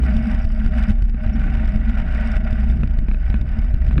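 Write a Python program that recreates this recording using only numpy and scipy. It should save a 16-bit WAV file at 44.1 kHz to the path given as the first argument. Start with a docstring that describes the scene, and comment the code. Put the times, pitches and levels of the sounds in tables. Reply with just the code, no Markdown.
"""A bicycle rolling fast round a concrete track, heard close up from a camera fixed to its frame.
From the start the frame shakes and drones on the rough surface, and air and tyre rush swell through
the hooting camera case. Bumps thump through the mount, which chatters at the crest of each shake.
From halfway the purring chain quickens into the straight. In the last second or so the drone
and rush sit lower, and a run of sharp knocks comes from the bike."""
import sys
import numpy as np
from scipy import signal
from scipy.fft import rfft, irfft
from scipy.io import wavfile
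from scipy.ndimage import uniform_filter1d

SR = 44100
rng = np.random.default_rng(int(sys.argv[2]) if len(sys.argv) > 2 else 0)


def store_wav(level_fs):
    """Save 16-bit WAV to argv[1]."""
    pcm = np.round(np.clip(np.atleast_2d(level_fs), -1, 1) * 32767)
    wavfile.write(sys.argv[1], SR, pcm.T.astype(np.int16))


N = 176400
T = np.arange(N) / SR
HZ = np.fft.rfftfreq(N, 1 / SR)

# Rush of air and tyres at the microphone: time_s, level_db
RUSH_LEVEL = [(.02, -46), (.05, -40), (.25, -40.5), (.33, -36), (.36, -42), (.445, -39), (.465, -49),
              (.65, -40), (.69, -46), (.78, -36), (.9, -38.5), (.93, -48.5), (1.12, -53), (1.25, -39),
              (1.29, -45), (1.36, -41.5), (1.54, -38.5), (1.83, -44), (1.98, -37), (2.03, -40), (2.15, -36),
              (2.28, -34.5), (2.365, -37), (2.39, -45), (2.5, -40), (3.05, -51), (3.19, -48.5),
              (3.28, -42.5), (3.42, -50), (3.58, -42.5), (3.8, -50.5), (3.86, -44.5), (3.96, -48)]
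# Bumps in the track: time_s, relative_db
BUMPS = [(0.161, -17), (0.168, -7), (0.349, -8), (0.452, -8), (.663, -6), (0.907, -3), (0.918, -14),
         (1.024, -8), (1.097, -13.5), (1.265, -7.5), (1.678, -11), (1.761, -6.5), (2.001, -11),
         (2.149, -10), (2.368, -7.5), (2.53, -8), (2.701, -6.5), (2.876, -12.5), (2.989, -7.5),
         (3.302, -6.5), (3.414, -9), (3.492, -15), (3.591, -7.5), (3.744, -5), (3.867, -12.5),
         (3.921, -17.5)]


def frame_shake():
    """Road and wind shake the frame in two modes; each bump takes over with one hard, pointed swing."""
    # Strength of the two modes: time_s, sway_relative_db, shudder_relative_db
    mode_levels = [(0, -43, -9), (0.449, -9.5, -26.5), (.75, -21.5, -14), (1.081, -9.5, -23.5),
                   (1.211, -20.5, -24), (1.301, -16, -15.5), (1.85, -15, -16.5), (2.101, -18.5, -17),
                   (2.399, -14.5, -19), (2.75, -21, -12), (3.1, -11.5, -21.5), (3.35, -21.5, -14.5),
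                   (3.599, -13.5, -23), (4, -19.5, -7)]
    # Spectra of the slow sway and the quicker shudder: frequency_hz, gain_db
    sway_spectrum = [(10, -40), (22, -22), (30, -3), (36, 3), (43, -8), (55, -20), (100, -42), (1500, -140)]
    shudder_spectrum = [(25, -35), (48, -11), (62, 3), (72, -14), (84, -27), (112, -26), (132, -20),
                        (170, -26), (250, -32), (330, -41), (500, -54), (3000, -140)]
    swing_s, tip_s, tip_share = .0035, .0012, .36
    times, sway_db, shudder_db = np.transpose(mode_levels)
    shake = np.zeros(N)
    for spectrum, db in ((sway_spectrum, sway_db), (shudder_spectrum, shudder_db)):
        mode = gain_control(noise(slope(spectrum)), evenness=.8)
        shake += amp(np.interp(T, times, db) - 3.5) * mode
    for time_s, db in BUMPS:
        u = (T - time_s) / swing_s
        swing = (1 - u ** 2 / 2) / (1 + u ** 2 / 2) * np.exp(-(u / 4.8) ** 2)
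        tip = 1 / (1 + ((T - time_s) / tip_s) ** 2)
        shake *= 1 - np.exp(-(u / 2.64) ** 2)  # the shaking gives way to the bump
        shake += amp(db + 1.5) * ((1 - tip_share) * swing + tip_share * tip)
    return shake


def frame_drone():
    """Tyre vibration rings the frame, and now and then builds up to a short, clear surge."""
    # Strength of the ringing: time_s, level_db
    drone_level = [(.02, -30), (.1, -23), (.32, -23.5), (.47, -31), (.8, -29), (1.05, -39), (1.3, -30.5),
                   (2.7, -30), (2.88, -40)]
    # Response of the frame: frequency_hz, gain_db
    spectrum = [(20, -48), (80, -26.5), (132, -8), (170, -15.5), (202, -0.5), (226, 4.5), (240, -5),
                (254, -19), (300, -35), (420, -38), (800, -104)]
    # Surges on a single pitch: time_s, peak_db
    surges = [(.145, -18), (.645, -23), (.772, -18.5), (.895, -15.5), (1.357, -20), (1.54, -23),
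              (1.752, -20), (1.895, -21.5), (2.265, -21), (2.68, -22), (3.585, -23)]
    surge_s = .015
    drone = level(drone_level) * gain_control(noise(slope(spectrum)), evenness=.43)
    for time_s, peak_db in surges:
        swell = bell(T - time_s, surge_s)
        pitch_hz = rng.normal(224, 8)
        tone = np.sin(2 * np.pi * pitch_hz * T)
        drone = drone * np.sqrt(1 - swell ** 2) + amp(peak_db) * swell * tone
    return drone


def air_and_tyre_rush():
    """Fluttering noise of air and tyres reaches the microphone through the camera case."""
    # The rush ahead of the case resonances: frequency_hz, gain_db
    spectrum = [(150, -13.5), (350, -12), (490, -5.5), (620, -18), (860, -16), (1100, -5), (1300, -2.5),
                (1800, -1), (2080, -7.5), (2650, -7), (3250, -20), (4300, -29.5), (6000, -40), (9000, -54),
                (15000, -75)]
    flow = rng.standard_normal(N) * wander(depth_db=2.6, rate_hz=70)
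    return level(RUSH_LEVEL) * unit(colour(flow, slope(spectrum) + case_db()))


def knocks():
    """Each knock is a dry click that rattles the mount and a short thud in the frame."""
    # Sharp knocks from the bike: start_s, click_db, thud_db
    hits = [(0.0348, -30, -20), (1.1448, -35, -21), (2.8335, -24, -17), (3.0844, -27, -18),
            (3.1138, -30, -21), (3.1443, -30, -21), (3.3418, -23, -14), (3.91, -30, -22),
            (3.9799, -21.5, -18)]
    # Colour of the click: frequency_hz, gain_db
    click_spectrum = [(200, 11), (700, 4), (1100, 1), (1650, 9), (2000, -4), (2550, 5), (3300, -14),
                      (3900, -9), (4600, -28), (9000, -35), (15000, -70)]
    click_fall_s, thud_fall_s, thud_hz = .0027, .011, 209
    strikes, thuds = np.zeros(N), np.zeros(N)
    for start_s, click_db, thud_db in hits:
        t = np.maximum(T - start_s, 0)
        strikes += amp(click_db) * (t > 0) * np.exp(-t / click_fall_s)
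        thuds += amp(thud_db) * np.sin(2 * np.pi * thud_hz * t) * np.exp(-t / thud_fall_s)
    clicks = colour(strikes * rng.standard_normal(N), slope(click_spectrum))
    return thuds + np.std(strikes) * unit(clicks)


def case_hoot():
    """The case sounds on its own at a strong resonance, flaring and fading in gusts."""
    # Strength of the hoot ahead of the gusts: time_s, level_db
    hoot_level = [(0.02, -48), (0.14, -35), (.175, -47), (0.7, -51), (0.75, -38), (1.12, -62), (1.19, -47),
                  (2.19, -47), (2.26, -40), (2.97, -54), (3.96, -49)]
    # One narrow resonance: frequency_hz, gain_db
    spectrum = [(100, -63), (400, -41.5), (560, -8.5), (620, 20), (690, 4.5), (900, -46), (4000, -90)]
    return level(hoot_level) * unit(noise(slope(spectrum)) * wander(depth_db=2.5, rate_hz=9))


def mount_chatter(motion):
    """The mount rubs softly all the time, harder at the crests of the motion, and crunches on bumps."""
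    # Colour of the rubbing: frequency_hz, gain_db
    spectrum = [(400, -11), (1500, 9.5), (2800, 7), (4200, -4), (6000, -10), (8800, -14), (10500, -22.5),
                (15500, -33.5)]
    rub_floor, crunch_s = .032, .0018
    crests = np.tanh(abs(unit(motion)) / 2) ** 3.8
    rub = amp(-51) * unit((rub_floor + crests) * level(RUSH_LEVEL))
    crunch = sum(amp(-33.5 + .7 * db) * bell(T - time_s, crunch_s) for time_s, db in BUMPS)
    friction = np.maximum(rub, crunch) * rng.standard_normal(N)
    return np.std(friction) * unit(colour(friction, slope(spectrum) + .68 * case_db()))


def chain():
    """Every link rolls onto the sprocket with a short metallic rasp that swells with the rush."""
    # Links meeting the sprocket: time_s, rate_hz
    link_rate = [(0, 68.2), (.8, 68.63), (1.1, 64.9), (2.1, 67), (2.45, 69.1), (3, 75.4), (4, 82)]
    # The chain before it swells with the rush: time_s, level_db
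    chain_level = [(0, -57.5), (.8, -60), (1.05, -65), (1.9, -66), (2.7, -63.5), (4, -65)]
    # Ring of the metal: frequency_hz, gain_db
    spectrum = [(1000, -27), (2800, 1), (4200, -14), (4950, 3), (5600, -7), (6000, -24), (7400, -16.5),
                (8700, -7), (9700, -30), (15000, -67)]
    contact_s, spread_db = .002, 4.2
    rate_hz = np.interp(T, *np.transpose(link_rate))
    links = np.cumsum(rate_hz) / SR
    from_contact_s = (links % 1 - .5) / rate_hz
    link_gain = amp(spread_db * rng.standard_normal(N))[links.astype(int)]
    rasp = link_gain * bell(from_contact_s, contact_s) * rng.standard_normal(N)
    rasp *= level(RUSH_LEVEL) ** .62
    return level(chain_level) * unit(colour(rasp, slope(spectrum) + case_db()))


def mount_clinks():
    """Every bump makes the mount clink, each time at another pitch."""
    pitches_hz = rng.uniform(3300, 5200, len(BUMPS))
    clink_s = .001
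    return sum(amp(db - 39) * bell(T - time_s, clink_s) * np.sin(2 * np.pi * hz * T)
               for (time_s, db), hz in zip(BUMPS, pitches_hz))


def mount_squeaks():
    """Twice the mount slips with a thin metallic chirp."""
    # Slips of the mount: time_s, peak_db
    slips = [(.425, -57), (1.34, -53)]
    pitch_hz, width_hz, squeak_s = 5480, 130, .006
    ring = noise(-20 * np.log10(1 + ((HZ - pitch_hz) / width_hz) ** 2))
    return ring * sum(amp(db) * bell(T - time_s, squeak_s) for time_s, db in slips)


def case_db():
    """The camera case around the microphone lifts some narrow bands and dips others."""
    # Peaks and dips of the case: centre_hz, half_width_hz, gain_db
    resonances = [(619, 48.3, 20), (766, 58.7, 22.5), (933, 15, 13.5), (1409, 14, 8.5), (1510, 40, 8.5),
                  (1960, 47, 6.5), (2191, 33, 8.5), (2360, 23, 6), (2964, 52, 5), (3630, 44, 8.5),
                  (4400, 71, -5), (4780, 210, 4), (5270, 89, -7), (5466, 95, 8)]
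    return sum(db * bell(HZ - hz, width) for hz, width, db in resonances)


def gain_control(x, evenness, memory_s=.06):
    """Holds the low shake and drone at an even loudness, as the camera's gain control does."""
    power = uniform_filter1d(abs(signal.hilbert(x)) ** 2, int(memory_s * SR))
    return unit(x / (power + 1e-9) ** (evenness / 2))


def amp(db):
    """Decibels to gain."""
    return 10 ** (np.asarray(db) / 20)


def unit(x):
    """Scales to an rms of one."""
    return x / np.sqrt(np.mean(x ** 2) + 1e-20)


def bell(offset, width):
    """A Gaussian curve that peaks at one."""
    return np.exp(-.5 * (offset / width) ** 2)


def level(points):
    """A curve of decibels as a gain per sample."""
    return amp(np.interp(T, *np.transpose(points)))


def slope(points):
    """A spectrum in decibels, straight between points on a log-frequency axis."""
    hz, db = np.transpose(points)
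    return np.interp(np.log(HZ + 1), np.log(hz), db)


def colour(x, db):
    """Minimum-phase filter with the given gain in decibels."""
    cepstrum = irfft(np.log(amp(db)), N)
    cepstrum[1:N // 2] *= 2
    cepstrum[N // 2 + 1:] = 0
    return irfft(rfft(x) * np.exp(rfft(cepstrum)), N)


def noise(db):
    """Noise of unit rms with the given spectrum."""
    return unit(irfft(rfft(rng.standard_normal(N)) * amp(db), N))


def wander(depth_db, rate_hz):
    """A gain that drifts at random, up to about the given rate."""
    return amp(depth_db * noise(-10 * np.log10(1 + (HZ / rate_hz) ** 4)))


def scene():
    """All that reaches the microphone on the frame, in mono."""
    motion = frame_shake() + frame_drone()
    mix = motion + air_and_tyre_rush() + case_hoot() + chain()
    mix += mount_chatter(motion) + mount_clinks() + mount_squeaks() + knocks()
    return mix[None]


def record(dry):
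    """The camera cuts off the highest treble."""
    cutoff_hz = 15800
    lowpass = signal.firwin(511, cutoff_hz, window=("kaiser", 9), fs=SR)
    return signal.oaconvolve(dry, lowpass[None], "same")


dry = scene()
out = record(dry)
store_wav(out)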